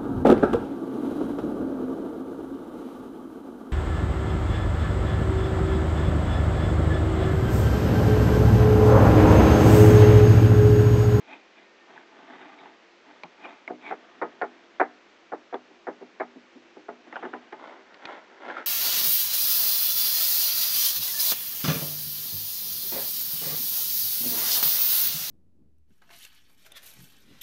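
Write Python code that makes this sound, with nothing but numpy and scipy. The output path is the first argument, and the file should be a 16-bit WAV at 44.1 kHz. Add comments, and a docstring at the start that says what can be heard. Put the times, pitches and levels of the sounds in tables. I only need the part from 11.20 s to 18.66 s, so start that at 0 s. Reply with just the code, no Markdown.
"""A steel putty knife works the seams of an open plank hull, outdoors, a couple of metres away. Tiny slips of
its edge make the wood rasp and the blade ring; it squeaks, taps and clicks as it catches, and the boat
builder's knocks ring the whole hull. Later he sets the hand board down on the gunwale a few times and at the
end mixes more putty on it. Under it lie a faint haze with a thin hum and, early on, one faint falling whistle."""
import sys
import numpy as np
from scipy import signal
from scipy.fft import rfft, irfft
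from scipy.io import wavfile
from scipy.ndimage import uniform_filter1d

SR = 44100
rng = np.random.default_rng(int(sys.argv[2]) if len(sys.argv) > 2 else 0)


def unload_wav(signal):
    """Save mono or channel-first audio to the path in sys.argv[1] as 16-bit WAV at rate SR, clipped to [-1, 1]."""
    wavfile.write(
        sys.argv[1],
        SR,
        np.round(np.clip(np.atleast_2d(signal).T, -1, 1) * 32767).astype(np.int16),
    )


N = 328986
TIME = np.arange(N) / SR
AGE = TIME[:SR // 3]  # seconds since a hit began


def undb(db):
    """Decibels to gain."""
    return 10 ** (np.asarray(db) / 20)


def unit(x):
    """Scale to rms 1."""
    return x / np.sqrt(np.mean(x ** 2))


def burst(x):
    """Scale a one-shot to the energy of a fortieth of a second at rms 1."""
    return x / np.sqrt(np.sum(x ** 2) * 40 / SR)


def add(out, start_s, x):
    """Mix x in from start_s on."""
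    i = int(start_s * SR)
    out[i:i + len(x)] += x[:len(out) - i]


def colour(x, points):
    """Minimum-phase EQ through (frequency [Hz], gain [dB]) points."""
    size = 4096
    hz, db = np.transpose(points)
    bin_hz = np.arange(size // 2 + 1) * SR / size
    log_gain = np.log(undb(np.interp(np.log(bin_hz + 1), np.log(hz), db)))
    cepstrum = irfft(log_gain)[:size // 2]
    cepstrum[1:] *= 2
    impulse = irfft(np.exp(rfft(cepstrum, size)))
    return signal.fftconvolve(x, impulse)[:len(x)]


def resonate(x, hz, width_hz):
    """One resonant band-pass."""
    return signal.lfilter(*signal.iirpeak(hz, hz / width_hz, fs=SR), x)


def soften(x, hz, order):
    """Low-pass."""
    return signal.sosfilt(signal.butter(order, min(hz, SR / 3), fs=SR, output="sos"), x)


def fade(t60):
    """Free decay, 60 dB down after t60 seconds."""
    return np.exp(-np.log(1000) * AGE / t60)


def drift(rate_hz):
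    """Smooth random modulation at rms 1."""
    hold = int(SR / rate_hz)
    steps = np.repeat(rng.standard_normal(N // hold + 1), hold)
    return unit(uniform_filter1d(steps, hold)[:N])


def tone(hz, waver):
    """A sine whose pitch wanders by the share waver."""
    pitch = hz * (1 + waver * drift(22))
    return unit(np.sin(2 * np.pi * np.cumsum(pitch) / SR))


# tone colour of the outdoor bed: (frequency [Hz], gain [dB])
HAZE_EQ = [(15, -52.5), (25, -29.5), (156, -29), (194, -12), (294, -11), (348, -3.5), (384, -17.5),
           (444, -7.5), (581, -9.5), (641, -10.5), (1070, -12.5), (2020, -13), (2450, -14), (6190, -28),
           (8500, -40.5), (11000, -78), (18700, -120)]
# partials of the hum: (pitch [Hz], level [dB])
HUM_TONES = [(344.5, -70.5), (393, -70.5)]


def haze(air_db=-57):
    """A bed of distant outdoor noise that wavers a little, with a thin, unsteady hum."""
    air = unit(colour(rng.standard_normal(N), HAZE_EQ)) * undb(air_db + 0.17 * drift(2.3))
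    hum = sum(undb(db + 3.8 * drift(7.9)) * tone(hz, waver=0.0045) for hz, db in HUM_TONES)
    return air + hum


def friction(slips_per_s, scatter_db, judder_db):
    """Tiny slips of uneven size, bunched by the judder of the hand."""
    slips = (rng.random(N) < slips_per_s / SR) * rng.standard_normal(N)
    return slips * undb(scatter_db * rng.standard_normal(N) + judder_db * drift(70))


def swell(strokes, depth_db=11.5, curve=1.3):
    """One envelope per level column: strokes gain depth_db over their rise, lose it over their fall."""
    power = np.zeros((len(strokes[0]) - 3, N))  # overlapping strokes add in power
    for peak_s, rise_s, fall_s, *levels_db in strokes:
        near = slice(*np.searchsorted(TIME, [peak_s - 4 * rise_s, peak_s + 4 * fall_s]))
        away = np.maximum((peak_s - TIME[near]) / rise_s, (TIME[near] - peak_s) / fall_s)
        power[:, near] += np.outer(undb(levels_db), undb(-depth_db * away ** curve)) ** 2
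    return np.sqrt(power)


# modes of the planking: (pitch [Hz], relative level [dB], decay t60 [s])
HULL_MODES = [(147.3, -21, 0.38), (186.2, -7.5, 0.17), (246.6, -2, 0.38), (304.5, -2.5, 0.31),
              (327.4, -0.5, 0.12), (381.4, -0.5, 0.17), (421, -1.5, 0.21), (488.7, 3.5, 0.1),
              (593, -5.5, 0.17), (643, -2, 0.15), (684, -7.5, 0.17), (765.7, 6, 0.051), (850, 8, 0.088),
              (868, -8, 0.12), (1026, -10, 0.13), (1155, -4.5, 0.061), (1157, 13.5, 0.022),
              (1240, 1.5, 0.12), (1369, 3, 0.071), (1280, -14, 0.15), (1440, 4, 0.063), (1444, 12.5, 0.047),
              (1737, 11, 0.052), (1630, -4.5, 0.059), (1770, 0, 0.025), (2026, -6.5, 0.13)]


def hull_ring(scatter_db, detune):
    """The planking rings; each spot, and the hand leaning on it, shifts the modes' balance and pitch."""
    hz, db, t60 = np.transpose(HULL_MODES)
    size, shift, phase = rng.standard_normal((3, len(hz)))
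    pitch = hz * (1 + detune * shift)
    modes = np.sin(2 * np.pi * (pitch[:, None] * AGE + phase[:, None])) * fade(t60[:, None])
    return burst(undb(db + scatter_db * size) @ modes)


# tone colour of the rubbed seam: (frequency [Hz], gain [dB])
SEAM_EQ = [(80, -37.5), (150, -20.5), (240, 1.5), (330, -1.5), (520, -9), (680, 3.5), (850, -6.5),
           (1150, -6), (1550, -4.5), (1850, -8.5), (2400, -16.5), (2900, -14), (3700, -15.5), (4300, -38.5),
           (7500, -45)]


def rubbed_wood(drag):
    """Friction makes the seam rasp and stirs the hull's low modes for body."""
    ringing = signal.fftconvolve(drag, hull_ring(scatter_db=2.0, detune=0))[:N]
    body = unit(soften(ringing, 840, order=2))
    return unit(unit(colour(drag, SEAM_EQ)) + undb(-6.5) * body)


# tone colour of the steel blade: (frequency [Hz], gain [dB])
BLADE_EQ = [(300, -59), (1750, -41), (2050, -0.5), (2300, -2.5), (2440, 5), (2720, -12), (3100, -7.5),
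            (3350, -11), (3700, -9.5), (4600, -35), (7500, -40.5)]
# strokes along the seam: (peak time [s], rise [s], fall [s], rub level [dB], blade level [dB])
SEAM_STROKES = [(0.125, 0.1, 0.092, -48.5, -50.5), (0.39, 0.044, 0.08, -54.5, -56.5),
                (0.705, 0.023, 0.04, -50.5, -63), (0.776, 0.096, 0.068, -49.5, -61),
                (1.125, 0.25, 0.099, -48.5, -75), (1.24, 0.16, 0.14, -45.5, -55.5),
                (1.455, 0.1, 0.1, -48, -62), (1.885, 0.027, 0.11, -50.5, -66),
                (2.25, 0.05, 0.11, -44.5, -51), (2.675, 0.05, 0.062, -41.5, -46.5)]


def scraping(drag, wood, plank_hz=802, width_hz=260, plank_db=-7):
    """The knife drags over the seam: wood rasp, the plank's hollow note and a bright ring of blade."""
    plank = unit(resonate(resonate(drag, plank_hz, width_hz), plank_hz, width_hz))
    pressed = unit(wood + undb(plank_db) * plank)
    blade = unit(colour(drag, BLADE_EQ))
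    rub_gain, blade_gain = swell(SEAM_STROKES)
    return rub_gain * pressed + blade_gain * blade


# squeaks of the blade: (peak time [s], rise [s], fall [s], level [dB], pitch [Hz])
BLADE_SQUEAKS = [(0.124, 0.04, 0.022, -51, 2450), (1.4, 0.024, 0.033, -61, 3720),
                 (2.25, 0.017, 0.021, -45, 2405), (2.67, 0.025, 0.029, -41.5, 2246)]


def squeaking(sag_per_s=0.7):
    """The edge sticks and slips evenly, singing a short, rough note that sinks as the stroke slows."""
    out = np.zeros(N)
    jitter = 1 + 0.025 * drift(400)
    for peak_s, rise_s, fall_s, db, hz in BLADE_SQUEAKS:
        gain, = swell([(peak_s, rise_s, fall_s, db)])
        on = gain > 0
        pitch = hz * (1 - sag_per_s * (TIME[on] - peak_s)) * jitter[on]
        out[on] += gain[on] * np.sqrt(2) * np.sin(2 * np.pi * np.cumsum(pitch) / SR)
    return out


def dense_ring(low_t60, high_t60, split_hz=910):
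    """Countless close modes of wood; the high ones die first."""
    noise = rng.standard_normal(len(AGE))
    low = soften(noise, split_hz, order=1)
    return low * fade(low_t60) + (noise - low) * fade(high_t60)


# tone colour of lightly tapped wood: (frequency [Hz], gain [dB])
TOCK_EQ = [(80, -59), (250, -1), (550, 1), (850, 8.5), (1200, 1), (1600, -5), (2300, -8.5), (2900, -4.5),
           (3800, -23.5), (7000, -41.5)]
# taps and catches of the knife: (time [s], ring pitch [Hz], ring level [dB], tock level [dB])
KNIFE_TAPS = [(0.138, 2450, -50.5, -53), (0.777, 1670, -49.5, -55), (1.388, 2250, -57, -67),
              (1.456, 1490, -64, -50), (2.034, 2310, -49, -42.5), (2.241, 2340, -50, -50),
              (2.254, 2380, -57, -43), (2.477, 2174, -38.5, -42), (4.343, 3440, -54.5, -45),
              (5.926, 1920, -45, -43), (5.957, 1520, -40, -40), (5.964, 1490, -40, -38),
              (6.052, 1450, -40.5, -44.5), (6.137, 1480, -40, -43), (6.326, 2190, -53, -47),
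              (6.743, 2560, -64, -62), (6.854, 2520, -44.5, -58), (6.889, 1350, -47, -50),
              (7.302, 1570, -39.5, -46), (7.367, 1380, -40.5, -49), (7.383, 1430, -46, -58)]


def tapping():
    """Light touches: the knife or the board it meets rings briefly over a dry tock of wood."""
    out = np.zeros(N)
    for start_s, ring_hz, ring_db, tock_db in KNIFE_TAPS:
        tock = colour(dense_ring(low_t60=0.13, high_t60=0.026), TOCK_EQ)
        contact = burst(fade(0.00053)) + burst(rng.standard_normal(len(AGE)) * fade(0.026))
        ring = resonate(resonate(contact, ring_hz, width_hz=190), ring_hz, width_hz=450)
        add(out, start_s, undb(ring_db) * burst(ring) + undb(tock_db) * burst(tock))
    return out


def whistle(start_s=0.27, hold_s=0.48, end_s=0.84, top_hz=3200, held_hz=1812):
    """A faint, thin, flickering tone slides down, then holds its pitch."""
    slide = np.clip((TIME - start_s) / (hold_s - start_s), 0, 1)
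    pitch = held_hz + (top_hz - held_hz) * (1 + np.cos(np.pi * slide)) / 2
    gate = np.clip(np.minimum(TIME - start_s, end_s - TIME) * 20, 0, 1)  # 50 ms fades
    level_db = -73 + 2 * slide + 4.5 * drift(30)
    return undb(level_db) * gate * tone(pitch, waver=0.008)


# tone colour of a steel click: (frequency [Hz], gain [dB])
CLICK_EQ = [(800, -4.5), (2500, 3.5), (3300, -5.0), (4200, -0.5), (5200, -15), (6500, -18), (8000, -38.5)
            ]
# clicks of the edge: (time [s], level [dB])
EDGE_CLICKS = [(2.034, -49), (2.477, -54.5), (3.021, -59.5), (3.218, -55), (3.600, -56.5), (4.342, -56.5),
               (5.002, -66), (5.956, -57), (6.325, -61), (6.743, -54), (6.854, -42.5)]


def clicking():
    """The steel edge snaps against something hard: short, crisp bursts of noise."""
    out = np.zeros(N)
    for start_s, db in EDGE_CLICKS:
        snap = rng.standard_normal(len(AGE)) * fade(0.017)
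        add(out, start_s, undb(db) * burst(colour(snap, CLICK_EQ)))
    return out


# tone colour of struck planking: (frequency [Hz], gain [dB])
KNOCK_EQ = [(60, -33.5), (130, -38), (250, -2), (400, 4.5), (560, -4), (760, 3), (950, -3), (1100, -4.5),
            (1550, -3.5), (1870, -4), (2300, -8), (2750, -26.5), (4200, -24.5), (8000, -39)]


def wave_front(cutoff_hz):
    """One arrival through the wood: a short push with a brief scatter behind it."""
    push = burst(fade(0.00022)) + 1.73 * burst(rng.standard_normal(len(AGE)) * fade(0.059))
    return burst(soften(colour(push, KNOCK_EQ), cutoff_hz, order=2))


def disperse(x, lag_s):
    """Bending waves speed up as the root of frequency: 300 Hz arrives lag_s after the treble."""
    hz = np.arange(len(x) // 2 + 1) * SR / len(x)
    slowness = np.sqrt(2500 / np.clip(hz, 200, 2500)) - 1
    delay_s = lag_s * slowness / (np.sqrt(2500 / 300) - 1)
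    phase = 2 * np.pi * np.cumsum(delay_s) * SR / len(x)
    return irfft(rfft(x) * np.exp(-1j * phase), len(x))


# early and late paths of a blow across the hull: (delay [s], relative level [dB], cutoff [Hz])
EARLY_PATHS = [(0, -2, 3470), (.0055, 3, 2870)]
LATE_PATHS = [(0.016, 1.5, 1126), (.029, -10, 1480)]


def knock(cutoff_hz, bass_db, late_db, plank_hz, ring_db=13):
    """A blow arrives by several paths, treble first, while the ring of plank and hull blooms."""
    dense = burst(colour(dense_ring(low_t60=0.14, high_t60=0.068), KNOCK_EQ))
    plank = burst(np.sin(2 * np.pi * plank_hz * AGE) * fade(0.098))
    ring = burst(hull_ring(scatter_db=2.5, detune=0.0054) + undb(-2) * (dense + plank))
    hit = undb(ring_db) * ring * (1 - np.exp(-AGE / 0.011))
    for delay_s, db, hz in EARLY_PATHS:
        add(hit, delay_s, undb(db) * wave_front(hz))
    for delay_s, db, hz in LATE_PATHS:
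        add(hit, delay_s, undb(db + late_db) * wave_front(hz))
    hit = colour(hit, [(260, bass_db), (600, 0.0061)])  # low shelf
    # a softer contact pushes for longer and leaves the high modes still
    hit = soften(hit, cutoff_hz, order=2)
    return burst(disperse(hit, lag_s=0.0013))


# blows on the hull, and from about 5.56 s on the hand board set down on the gunwale (weak late path): (time
# [s], level [dB], contact cutoff [Hz], late path gain [dB], plank pitch [Hz])
HULL_KNOCKS = [(2.037, -51, 990, -4, 173), (2.499, -32.5, 570, -10, 723), (2.706, -29, 2570, 7, 767),
               (3.015, -25.5, 1900, 1.5, 480), (3.214, -24.5, 2090, 3, 834), (3.598, -17, 2480, 6.5, 777),
               (4.119, -30, 1190, 5.5, 678), (4.326, -29, 1250, 10.5, 718), (4.497, -55, 790, 7.5, 414),
               (4.669, -29.5, 1300, 2.5, 499), (4.81, -40.5, 600, 2.5, 395), (4.999, -27, 2600, 2.5, 648),
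               (5.153, -44, 402, 3, 258), (5.351, -46.5, 340, -0.5, 268), (5.564, -44.5, 700, -20, 394),
               (5.684, -35, 1370, -27, 698), (5.866, -49.5, 805, -25, 365), (6.026, -34.5, 2100, -13, 361),
               (6.047, -35.5, 1200, -21, 252), (6.132, -34.5, 2000, -1, 1002), (6.323, -39, 2780, -20, 865)]


def knocking(bass_loss_per_db=0.54, flat_at_db=-38):
    """Blows, and the hand board set down on the gunwale, ring the hull; the harder the hit, the thinner its
    bass."""
    out = np.zeros(N)
    for start_s, db, cutoff_hz, late_db, plank_hz in HULL_KNOCKS:
        bass_db = bass_loss_per_db * (flat_at_db - db)
        add(out, start_s, undb(db) * knock(cutoff_hz, bass_db, late_db, plank_hz))
    return out


# light rubs on the wood: (peak time [s], rise [s], fall [s], level [dB])
HANDLING_RUBS = [(2.86, 0.17, 1, -56), (3.35, 0.25, 0.49, -60.5), (6.0, 0.17, 0.33, -49.5)]


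def handling(wood):
    """Tool and board brush the wood in soft, slow swells as they are handled."""
    gain, = swell(HANDLING_RUBS)
    return gain * wood


# tone colour of the hand board: (frequency [Hz], gain [dB])
BOARD_EQ = [(80, -52), (250, 3), (480, 3), (850, 6), (1150, 3), (1450, 4), (1750, -18), (2100, -3),
            (2450, -20.5), (3400, -13), (4200, -27), (7500, -43)]
# strokes on the hand board: (peak time [s], rise [s], fall [s], rub level [dB], ring level [dB])
MIXING_STROKES = [(6.45, 0.064, 0.14, -41, -52.5), (6.72, 0.15, 0.08, -56, -55),
                  (6.9, 0.086, 0.11, -38.5, -42.5), (7.13, 0.093, 0.11, -53.5, -55.5),
                  (7.3, 0.085, 0.059, -35.5, -41), (7.372, 0.039, 0.059, -37.5, -35.5)]


def mixing():
    """The knife works putty over the hand board, which rings when pressed hard."""
    stir = friction(slips_per_s=2400, scatter_db=0.86, judder_db=0.25)
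    rub = unit(colour(stir, BOARD_EQ))
    ring = unit(resonate(resonate(stir, 1280, width_hz=210), 1660, width_hz=530))
    rub_gain, ring_gain = swell(MIXING_STROKES)
    return rub_gain * rub + ring_gain * ring


def radiate(x, cutoff_hz=125):
    """Open planks cannot push air at long wavelengths, so the low end rolls off."""
    return signal.sosfilt(signal.butter(3, cutoff_hz, "high", fs=SR, output="sos"), x)


def surroundings(x, echo_db=-31, t60=0.39):
    """Trees and the shelter scatter back a weak, thin echo."""
    tail = rng.standard_normal(len(AGE)) * fade(t60) * (1 - np.exp(-AGE / 0.025))
    tail = colour(tail, [(200, -24), (800, -8.5), (1800, -1.5), (6000, -11)])
    tail /= np.sqrt(np.sum(tail ** 2))
    return x + undb(echo_db) * signal.fftconvolve(x, tail)[:N]


def scene():
    """Mono mix: the work on the hull and its echo, over the outdoor bed."""
    drag = friction(slips_per_s=3000, scatter_db=0.79, judder_db=1.8)
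    wood = rubbed_wood(drag)
    knife = scraping(drag, wood) + squeaking() + tapping() + clicking()
    work = knife + knocking() + handling(wood) + mixing()
    return (surroundings(radiate(work)) + haze() + whistle())[None]


def record(dry, top_hz=7900):
    """A small microphone with little treble: a steep high cut."""
    return soften(dry, top_hz, order=16)


dry = scene()
out = record(dry)
unload_wav(out)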